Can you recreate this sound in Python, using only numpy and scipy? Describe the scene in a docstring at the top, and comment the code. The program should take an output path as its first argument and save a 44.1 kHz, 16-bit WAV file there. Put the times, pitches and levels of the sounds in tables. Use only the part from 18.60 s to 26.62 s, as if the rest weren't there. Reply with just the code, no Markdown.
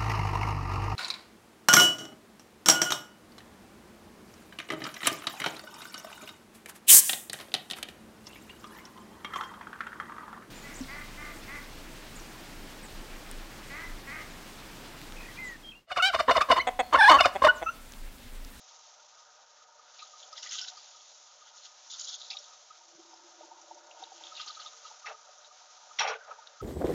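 """Chicken wings sizzle on an open barrel grill outdoors; draught noise hums in the barrel's resonances.
From 1.2 s soft bar notes, then tongs drag skin off the bars: dense ringing slips and click-spray snaps to 3.8 s.
From 4.1 s a low barrel note swells and throbs, with a dull thud; soft notes crowd in, drags return at 5.4 s.
At 6.5 s, and hardest at 7.4-7.7 s, knocks rattle the bars, which ring the modes of the grate.
Near sounds lose their bass, a faint rumble follows them, and the microphone cuts the treble."""
import sys
import numpy as np
from scipy import signal
from scipy.fft import rfft, irfft, next_fast_len
from scipy.io import wavfile
from scipy.ndimage import uniform_filter1d

SR = 44100
rng = np.random.default_rng(int(sys.argv[2]) if len(sys.argv) > 2 else 0)


def dump_mix(stems):
    """Bounce the given channels to the path in sys.argv[1] as a 16-bit WAV at rate SR."""
    frames = np.atleast_2d(stems).T  # one column per channel
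    limited = np.clip(frames, -1, 1)  # hard clip at full scale
    pcm = np.round(limited * 32767).astype(np.int16)
    wavfile.write(sys.argv[1], SR, pcm)


N = 353505

# pulls of the tongs: [peak_s, build_s, fade_s, rasp_db, scrape_db, hiss_db]
DRAG_PULLS = [(1.4, 0.17, 0.34, -67.5, -62.5, -58.5), (1.6, 0.033, 0.14, -73, -66, -54.5),
              (1.783, 0.04, 0.04, -55, -49, -55), (1.829, 0.0077, 0.18, -54, -51.5, -47.5),
              (1.91, 0.008, 0.1, -49, -49, -50), (1.94, 0.042, 0.099, -49.5, -46.5, -45),
              (1.99, .04, 0.046, -50.5, -45, -54), (2.048, .04, 0.01, -48.5, -45.5, -56),
              (2.085, 0.027, 0.023, -51.5, -42, -50.5), (2.178, 0.26, 0.99, -68.5, -65, -58),
              (2.904, 0.17, 0.013, -64.5, -63, -75), (2.98, 0.042, 0.032, -71, -62, -56),
              (3.062, .08, 0.021, -64, -57.5, -52.5), (3.305, 0.013, 0.045, -67, -52, -46.5),
              (3.339, 0.036, 0.042, -63, -44, -48), (3.397, 0.024, 0.056, -57, -53, -40.5),
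              (3.448, 0.016, 0.0098, -64, -43.5, -44), (3.48, 0.024, 0.11, -61.5, -43, -53),
              (3.546, 0.13, 0.039, -62, -44.5, -48.5), (3.6, 0.037, 0.27, -79, -52.5, -59.5),
              (3.703, 0.0042, 0.055, -64, -41, -58), (3.776, .05, 0.23, -72, -57, -64),
              (5.432, 0.11, 0.12, -63, -66, -60.5), (5.66, 0.22, 0.12, -60, -63, -64),
              (5.814, 0.095, 0.042, -52, -44.5, -68), (5.877, 0.0066, 0.064, -51.5, -44.5, -67),
              (5.998, 0.0078, 0.077, -54.5, -52, -59), (6.276, 0.086, 0.023, -60.5, -57, -66)]
# spectrum of the slips: [freq_hz, relative_db_per_hz]
DRAG_SPECTRUM = [(880, -22), (1500, 5), (1770, -15.5), (1990, -11), (2360, -17), (2800, -5), (3380, 1.5),
                 (5340, -1), (7000, 4), (9100, -47), (15400, -120)]
# snaps of skin and tong tips on the bars: [start_s, level_db, centre_hz, t60_s]
SNAP_EVENTS = [(1.3882, -43, 2530, 0.18), (1.39, -34.5, 3830, 0.12), (1.4195, -34, 4020, 0.083),
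               (1.5989, -36, 3800, 0.02), (1.6254, -35, 3420, 0.1), (1.7266, -33.5, 4900, 0.066),
               (1.7764, -39.5, 1970, 0.082), (1.769, -34.5, 5140, 0.29), (1.8294, -28, 5550, 0.065),
               (1.8367, -42, 1930, 0.13), (1.8612, -35.5, 1950, 0.11), (1.889, -27.5, 5060, 0.11),
               (1.9072, -29, 6030, 0.22), (1.9185, -41, 2060, 0.12), (1.946, -29, 3400, 0.091),
               (1.951, -36, 6700, 0.12), (2.0105, -35, 3100, 0.08), (1.9828, -31, 2950, 0.15),
               (2.011, -25.5, 5290, 0.15), (2.0813, -31, 3900, 0.07), (2.099, -30, 5600, 0.036),
               (2.1695, -35.5, 4700, 0.12), (2.972, -45, 5200, 0.02), (3.0535, -38, 5750, 0.029),
               (3.2675, -39, 5700, 0.081), (3.2901, -45, 6200, 0.041), (3.301, -38, 3800, 0.06),
               (3.3937, -31, 5430, 0.11), (3.4486, -33.5, 6000, 0.14), (3.335, -36, 3520, 0.095),
               (3.488, -34, 3530, 0.093), (3.519, -36, 3430, 0.2), (3.4693, -31.5, 3900, 0.037),
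               (3.6141, -30.5, 3780, 0.087), (3.6498, -36, 3600, 0.1), (3.7023, -30, 5070, 0.14),
               (3.703, -37, 2420, 0.12), (3.7125, -34, 2620, 0.062), (3.7305, -36, 2620, 0.062),
               (3.729, -38, 3450, 0.13), (3.768, -24, 3770, 0.045), (3.7867, -30.5, 5430, 0.057),
               (4.5386, -41, 5100, 0.045), (5.0143, -41.5, 5740, 0.066), (5.1447, -37, 6250, 0.036),
               (5.3105, -40.5, 2700, 0.047), (5.311, -47, 3330, 0.034), (5.4366, -31, 3820, 0.03),
               (5.6367, -31.5, 3550, 0.053), (5.6665, -31, 3470, 0.062), (5.7507, -33, 3700, 0.067),
               (5.7674, -29.5, 3620, 0.062), (5.7675, -37, 2810, 0.47), (5.7952, -36, 3250, 0.15),
               (5.8076, -31.5, 3830, 0.18), (5.8756, -27.5, 4380, 0.09), (5.905, -28.5, 4030, 0.051),
               (5.9475, -33, 4000, 0.074), (5.9994, -31.5, 4160, 0.072), (6.06, -31.5, 3680, 0.1),
               (6.462, -31.5, 1960, 0.11), (6.5044, -28, 2370, 0.03), (6.7796, -41.5, 6000, 0.07),
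               (6.845, -39, 3840, 0.065), (7.3199, -37, 6840, 0.022), (7.3866, -20, 3280, 0.055),
               (7.3868, -18, 2050, 0.072), (7.396, -32, 2650, 0.11), (7.4636, -25.5, 2300, 0.18),
               (7.476, -27, 5700, 0.1), (7.8716, -25.5, 3640, 0.023)]
# knocks on the grate, levels before rise and sag: [start_s, rattle_s, deep_db, low_db, middle_db, bright_db]
GRATE_KNOCKS = [(6.454, 0.042, -60.5, -57, -54, -64), (6.48, 0.043, -57, -60, -61, -69),
                (7.385, 0.13, -48, -44.5, -40.5, -42), (7.468, 0.062, -54.5, -46.5, -47.5, -51),
                (7.525, 0.03, -50, -66, -55.5, -72), (7.669, 0.017, -55.5, -56, -77, -94),
                (7.7, 0.018, -58, -51.5, -73, -89)]
# modes of the grate: [freq_hz, width_hz, relative_db]
GRATE_MODES = [(447, 5.1, 3.5), (600, 9.3, -7.5), (805, 5.8, -1.5), (856, 9.3, -5.5), (915, 15, -2.5),
               (1004, 20, -1), (1180, 16, 4), (1234, 8.4, 4), (1441, 19, 8.5), (1567, 3, -4),
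               (1756, 16, -13.5), (2075, 24, -9.5), (2300, 21, -7.5), (2340, 12, -6), (2670, 12, -5),
               (2687, 24, 4), (3310, 12, 2.5), (3530, 57, -6), (3600, 20, -5.5), (3810, 25, -5),
               (4100, 32, -1.5), (5350, 31, 3), (5700, 46, 1.5), (5680, 85, 12.5)]
# per level curve, deep to bright: [centre_hz]
CLANG_CENTRES_HZ = [450, 1000, 2700, 5600]
# rise of each level curve, lows slower: [rise_s]
CLANG_RISE_S = [0.035, 0.025, 0.007, 0.012]
# sag of each level curve, highs die first: [sag_db_per_s]
CLANG_SAG = [50, 67, 150, 348]
# soft touches on the bars, loudest 4 ms after touch_s: [touch_s, peak_db, pitch_hz]
BAR_NUDGES = [(1.193, -51.5, 1228), (1.424, -41, 1240), (1.536, -47, 1233), (1.729, -41.5, 1263),
              (1.858, -48, 1233), (1.918, -50, 1443), (1.949, -47.5, 1254), (2.022, -44, 1480),
              (2.119, -54, 1234), (2.172, -47, 1230), (2.347, -51, 1250), (2.82, -50.5, 1230),
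              (3.714, -52.5, 776), (3.745, -50, 784), (3.751, -48, 1222), (4.106, -44.5, 1264),
              (4.53, -49.5, 915), (4.535, -54, 752), (4.807, -45.5, 620), (4.831, -46.5, 896),
              (4.85, -54, 620), (4.914, -44, 915), (4.926, -53, 775), (4.98, -56, 895), (5.11, -41, 900),
              (5.156, -53, 740), (5.175, -49.5, 915), (5.25, -57, 735), (5.288, -58, 910),
              (5.372, -50.5, 906), (5.424, -40, 768), (5.47, -52.5, 914), (5.518, -44, 771),
              (5.608, -48, 900), (5.721, -42.5, 1285), (5.799, -39, 1240), (5.827, -48, 1244),
              (5.87, -44, 1237), (5.899, -40, 1243), (5.971, -43, 1274), (5.996, -41.5, 1250),
              (6.06, -43, 1248), (6.134, -53, 1250), (6.252, -40.5, 1260), (6.282, -55, 1213),
              (6.31, -46, 890), (6.446, -40.5, 1248), (6.474, -43, 1250), (6.497, -43, 1356),
              (6.486, -51, 787), (6.506, -44, 600), (6.515, -44, 763), (6.544, -46, 1247),
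              (6.909, -52, 1210), (7.176, -52.5, 1250), (7.27, -51, 759), (7.311, -44.5, 1246),
              (7.404, -31, 805), (7.426, -33, 930), (7.447, -30.5, 805), (7.479, -30.5, 805),
              (7.492, -34, 449), (7.508, -37, 447), (7.545, -39, 462), (7.557, -43, 554),
              (7.553, -40, 1530), (7.61, -46.5, 1520), (7.632, -53, 1465), (7.712, -35, 1292),
              (7.787, -44.5, 910), (7.823, -50, 1244), (8.005, -37, 1286)]
# sizzle and barrel levels: [time_s, sizzle_body_db, sizzle_top_db, lower_hum_db, upper_hum_db]
BED_LEVELS = [(0.0, -61, -62, -64, -68), (1.16, -66.5, -68.5, -64.5, -64.5), (1.76, -62, -61.5, -61.5, -62),
              (1.96, -57, -51, -64.5, -66), (2.14, -58, -67.5, -64, -65.5), (2.52, -64, -63.5, -67, -71.5),
              (2.86, -62.5, -63.5, -65, -63.5), (3.3, -60.5, -62, -69, -66), (3.53, -62.5, -64, -65, -62.5),
              (3.84, -60.5, -61, -64, -65.5), (4.24, -61.5, -63.5, -66, -68), (5.34, -64, -65, -59, -65),
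              (5.87, -57, -58, -61.5, -62), (6.54, -60.5, -63, -64, -63.5), (6.85, -62, -64, -63.5, -65),
              (7.37, -60.5, -63.5, -61.5, -64), (7.57, -63, -71, -59, -54.5),
              (8.02, -62.5, -66.5, -62.5, -61.5)]
# spectrum of the sizzle: [freq_hz, relative_db_per_hz]
SIZZLE_SPECTRUM = [(120, -63), (260, -43.5), (335, -25), (420, -30.5), (600, -18.5), (1000, -15),
                   (1500, -21), (2300, -20), (2900, -16.5), (3700, -11), (4600, -11.5), (6300, -3.5),
                   (7500, -10.5), (9800, -57.5)]
# resonances of the barrel: [freq_hz, width_hz, relative_db]
BARREL_MODES = [(462.3, 13, -14), (596.8, 49, -6.5), (742, 37, -5), (921.4, 47, -4), (1248, 34, -1),
                (1413, 100, -8), (1570, 280, -20)]
# swell of the lowest barrel note: [time_s, level_db]
LOW_NOTE_LEVELS = [(4.15, -97), (4.33, -69), (4.8, -67.5), (5.2, -71), (5.42, -76), (5.66, -69), (5.8, -89),
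                   (6.0, -83)]
# brief throbs of that note: [centre_s, rise_db]
THROBS = [(4.391, 15), (4.856, 9), (5.152, 8), (5.406, 13.5), (5.872, 15)]

DRAG_SLOPE_DB = 20   # per build_s or fade_s away from the rounded peak
DRAG_ROUND = 0.14   # share of build_s and fade_s over which the peak is rounded
DRAG_SPLITS_HZ = 3150, 4500   # rasp | scrape | hiss
SNAP_RISE_SHARE = 0.018   # of the t60: long sprays start softer
FAINT_SNAPS_PER_S, FAINT_SNAP_DB = 8, -57.5   # lowest level
CLANG_STOP_DB_PER_S = 526   # added once the bars settle
CLATTER_DB = 4.5   # broad clatter between the modes
NUDGE_RISE_S, NUDGE_FALL_S = 0.0057, 0.0071
FAINT_NUDGES_PER_S, FAINT_NUDGE_DB = 3.9, -61.5   # lowest level
SIZZLE_SPLIT_HZ = 4800   # body | top
UPPER_FROM_HZ = 1100   # lower | upper barrel
LOW_NOTE_HZ, LOW_NOTE_WIDTHS_HZ = 339, (36, 47)   # two resonances in series
THROB_S = 0.014
THUD_S, THUD_DB, THUD_HZ, THUD_WIDTH_S = 4.355, -68, 173, 0.0052
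RUMBLE_DB, RUMBLE_FOLLOW_DB = -93, -37
NEAR_BASS_EDGE_HZ = 389   # 40 dB down
CEILING = 0.16   # amplitude that rounded peaks approach
SLOPE_HZ, CUTOFF_HZ = 7200, 7720
FLOOR_DB = -102


def drags():
    """Dense uneven slips of steel and skin on the bars; each slip rings briefly at a pitch of its own."""
    clicks = grains(12000 * amp(1.0 * drift(64)), spread_db=4.5)
    pitch_index = rng.integers(0, 24, N)
    rings = np.zeros(N)
    for k, hz in enumerate(np.linspace(1900, 7300, num=24)):
        ring = resonance(clicks * (pitch_index == k) + 1e-18, hz, width_hz=230)
        rings += unit(ring) * amp(1.8 * drift(25))
    slips = coloured(unit(rings) + 0.45 * rng.standard_normal(N), DRAG_SPECTRUM)
    above_rasp = highpass(slips, 8, DRAG_SPLITS_HZ[0])
    hiss = highpass(slips, 2, DRAG_SPLITS_HZ[1])
    parts = slips - above_rasp, above_rasp - hiss, hiss
    return sum(np.sqrt(p) * unit(part) for p, part in zip(drag_power(), parts))


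def drag_power():
    """Power of rasp, scrape and hiss: each pull builds up and fades exponentially; overlapping pulls add."""
    t, power = np.arange(N) / SR, np.zeros((3, N))
    for peak_s, build_s, fade_s, *levels_db in DRAG_PULLS:
        near = slice(max(int((peak_s - 2 * build_s) * SR), 0), int((peak_s + 2 * fade_s) * SR))
        before = (peak_s - t[near]) / max(build_s, .003)
        after = (t[near] - peak_s) / max(fade_s, .003)
        drop_db = DRAG_SLOPE_DB * (np.hypot(np.maximum(before, after), DRAG_ROUND) - DRAG_ROUND)
        power[:, near] += amp(np.add.outer(levels_db, -drop_db)) ** 2
    return power


def snaps():
    """Each snap is a crack and a dying spray of uneven clicks around its own centre."""
    out, t = np.zeros(N + SR), np.arange(int(.08 * SR)) / SR
    faint = scattered(FAINT_SNAPS_PER_S, FAINT_SNAP_DB, 3500, 6500)
    rows = SNAP_EVENTS + [row + (.05,) for row in faint]
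    for start_s, level_db, hz, t60_s in rows:
        noise, size = rng.standard_normal((2, len(t)))
        clicks = noise * amp(1.6 * size)
        spray = resonance(resonance(clicks, hz, 0.08 * hz), hz, 0.6 * hz)
        t60_s = max(t60_s, .01)
        rise = np.minimum(t / (SNAP_RISE_SHARE * t60_s), 1)
        decay = amp(level_db - 60 * t / t60_s)
        out[round(start_s * SR):][:len(t)] += decay * rise * spray / np.abs(spray).max()
    return out[:N]


def clangs():
    """Loose bars rattle on after a knock and keep exciting the modes of the grate; highs die first."""
    rattle = grains(4000, spread_db=3.5) * amp(2.4 * drift(73)) + 0.89 * rng.standard_normal(N)
    rattles = rattle, np.roll(rattle, N // 2)   # neighbouring modes are shaken by different bars
    levels_db = shaking()
    clatter = [(hz, hz / 4, CLATTER_DB) for hz in np.geomspace(520, 5800, num=15)]
    out = np.zeros(N)
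    for k, (hz, width_hz, relative_db) in enumerate(GRATE_MODES + clatter):
        # blend of the two nearest level curves
        share = [np.interp(np.log(hz), np.log(CLANG_CENTRES_HZ), row) for row in np.eye(4)]
        rung = resonance(resonance(rattles[k % 2], hz, width_hz), hz, 1.3 * hz)
        gain = amp(relative_db + share @ levels_db + 2.3 * drift(45))
        out += (-1) ** (k // 2) * gain * unit(rung)
    return out


def shaking():
    """Deep, low, middle and bright level in dB: each knock rises, sags while the bars rattle, then stops."""
    levels_db, t = np.full((4, N), -130.), np.arange(SR // 4) / SR
    rise_db = 20 * np.log10(np.clip(np.outer(1 / np.array(CLANG_RISE_S), t), 1e-3, 1))
    for start_s, rattle_s, *knock_db in GRATE_KNOCKS:
        fall_db = np.outer(CLANG_SAG, t) + CLANG_STOP_DB_PER_S * np.maximum(t - rattle_s, 0)
        start = round(start_s * SR)
        here = slice(start, start + len(t))
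        levels_db[:, here] = np.maximum(levels_db[:, here], np.array(knock_db)[:, None] + rise_db - fall_db)
    return levels_db


def nudges():
    """A damped touch gives a short note that swells and fades; low notes stir the nearby barrel resonances."""
    out, t = np.zeros(N + SR), np.arange(int(.045 * SR)) / SR
    shape = np.exp(-((t - .015) / np.where(t < .015, NUDGE_RISE_S, NUDGE_FALL_S)) ** 2)
    barrel_hz = np.array(BARREL_MODES)[:, 0]
    faint = scattered(FAINT_NUDGES_PER_S, FAINT_NUDGE_DB, 550, 1400)
    # faint touches sound the nearest barrel resonance
    faint = [(s, db, barrel_hz[np.abs(barrel_hz - hz).argmin()]) for s, db, hz in faint]
    for touch_s, peak_db, hz in BAR_NUDGES + faint:
        octaves = np.abs(np.log2(barrel_hz / hz))
        stirred = (octaves > .1) & (np.maximum(barrel_hz, hz) < UPPER_FROM_HZ)
        share = stirred * amp(1.0 - 22.0 * octaves) * rng.random(len(barrel_hz))
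        phases = rng.random((len(barrel_hz), 1))   # in turns
        note = np.sin(2 * np.pi * (hz * t + rng.random()))
        note += share @ np.sin(2 * np.pi * (np.outer(barrel_hz, t) + phases))
        out[max(round((touch_s - .011) * SR), 0):][:len(t)] += amp(peak_db) * shape * note
    return out[:N]


def sizzle(body_db, top_db):
    """Thousands of fat bubbles a second, merging into a hiss that flutters."""
    fat = coloured(grains(9000, spread_db=4.0) + 1.3 * rng.standard_normal(N), SIZZLE_SPECTRUM)
    top = highpass(fat, 2, SIZZLE_SPLIT_HZ)
    body = amp(body_db + 1.0 * drift(4.8)) * unit(fat - top)
    top = amp(top_db + 0.75 * drift(3.9)) * unit(top)
    return amp(1.22 * drift(39)) * (body + top)


def barrel_hum(lower_db, upper_db):
    """Draught noise rings the barrel; each resonance swells on its own."""
    rings = np.array([amp(db + 2.67 * drift(7.0)) * resonance(rng.standard_normal(N), hz, width_hz)
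                      for hz, width_hz, db in BARREL_MODES])
    upper = np.array(BARREL_MODES)[:, 0] > UPPER_FROM_HZ
    lower_hum = amp(lower_db) * unit(rings[~upper].sum(axis=0))
    return lower_hum + amp(upper_db) * unit(rings[upper].sum(axis=0))


def low_note():
    """Noise through two narrow resonances: the barrel's lowest note, throbbing; one dull thud as it sets in."""
    air = rng.standard_normal(N)
    for width_hz in LOW_NOTE_WIDTHS_HZ:
        air = resonance(air, LOW_NOTE_HZ, width_hz)
    t = np.arange(N) / SR
    throb_db = sum(db * np.exp(-((t - s) / THROB_S) ** 2) for s, db in THROBS)
    level_db = curves(LOW_NOTE_LEVELS, outside=-120)[0]
    note = amp(level_db + throb_db + 1.8 * drift(14)) * unit(air)
    thud = np.exp(-((t - THUD_S) / THUD_WIDTH_S) ** 2) * np.sin(2 * np.pi * THUD_HZ * t)
    return note + amp(THUD_DB) * thud


def rumble(near):
    """Low noise: a constant part plus a part that follows the strength of the near sounds."""
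    strength = np.sqrt(uniform_filter1d(resonance(near, 1200, 2100) ** 2, size=600) + 1e-12)
    return (amp(RUMBLE_DB) + amp(RUMBLE_FOLLOW_DB) * strength) * band(rng.standard_normal(N), 11, 450)


def scattered(per_s, lowest_db, low_hz, high_hz):
    """Rows [time_s, level_db, pitch_hz] of faint events at random moments, over a 6 dB range."""
    when, size, pitch = rng.random((int(per_s * N / SR), 3)).T
    return list(zip(when * N / SR, lowest_db + 6 * size, low_hz * (high_hz / low_hz) ** pitch))


def grains(per_s, spread_db):
    """Random clicks of uneven size and either sign; rms 1."""
    sizes = amp(spread_db * np.minimum(rng.exponential(1, N), 5)) * rng.choice([-1, 1], N)
    return unit(sizes * (rng.random(N) < per_s / SR))


def drift(rate_hz):
    """Slow random curve of rms 1: noise through two equal low-pass poles, computed every 40 samples."""
    r = np.exp(-80 * np.pi * rate_hz / SR)
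    slow = signal.lfilter([1], [1, -2 * r, r * r], rng.standard_normal(N // 40 + 2002))[2000:]
    return np.interp(np.arange(N) / 40, np.arange(len(slow)), unit(slow))


def resonance(x, hz, width_hz):
    """Two-pole resonance, gain about 1 on top."""
    r = np.exp(-np.pi * width_hz / SR)
    poles = [1, -2 * r * np.cos(2 * np.pi * hz / SR), r * r]
    return signal.lfilter([(1 - r * r) / 2, 0, (r * r - 1) / 2], poles, x)


def coloured(x, spectrum):
    """Filter by a spectrum table, interpolated over log frequency; rms 1."""
    size = next_fast_len(N)
    hz, db = np.transpose(spectrum)
    gain = amp(np.interp(np.log(np.fft.rfftfreq(size, 1 / SR) + 1), np.log(hz), db))
    return unit(irfft(rfft(x, size) * gain, size)[:N])


def highpass(x, order, hz):
    """Zero-phase high-pass, so that x minus the result is the rest."""
    return signal.sosfiltfilt(signal.butter(order, hz, "high", fs=SR, output="sos"), x)


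def band(x, low_hz, high_hz):
    """Band-pass; rms 1."""
    return unit(signal.sosfilt(signal.butter(2, [low_hz, high_hz], "band", fs=SR, output="sos"), x))


def curves(rows, outside=None):
    """Columns of a table as curves in time."""
    s, *columns = np.transpose(rows)
    return [np.interp(np.arange(N) / SR, s, c, outside, outside) for c in columns]


def amp(db):
    """Gain of a level in dB."""
    return 10 ** (np.asarray(db) / 20)


def unit(x):
    """Scale to rms 1."""
    return x / np.sqrt(np.mean(x ** 2) + 1e-20)


def scene():
    """Near sounds and hum with their bass cut, plus sizzle, low note and rumble."""
    body_db, top_db, lower_db, upper_db = curves(BED_LEVELS)
    near = drags() + snaps() + clangs() + nudges() + barrel_hum(lower_db, upper_db)
    bass_cut = signal.cheby2(12, 40, NEAR_BASS_EDGE_HZ, "high", fs=SR, output="sos")
    return (signal.sosfilt(bass_cut, near) + sizzle(body_db, top_db) + low_note() + rumble(near))[None]


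def record(dry):
    """Peaks are rounded; the treble slopes off, then is cut steeply, over a faint noise floor."""
    rounded = CEILING * np.tanh(dry / CEILING)
    sloped = signal.sosfilt(signal.butter(20, SLOPE_HZ, fs=SR, output="sos"), rounded)
    cut = signal.sosfilt(signal.ellip(12, .5, 60, CUTOFF_HZ, fs=SR, output="sos"), sloped)
    return cut + amp(FLOOR_DB) * rng.standard_normal(dry.shape)


dry = scene()
out = record(dry)
dump_mix(out)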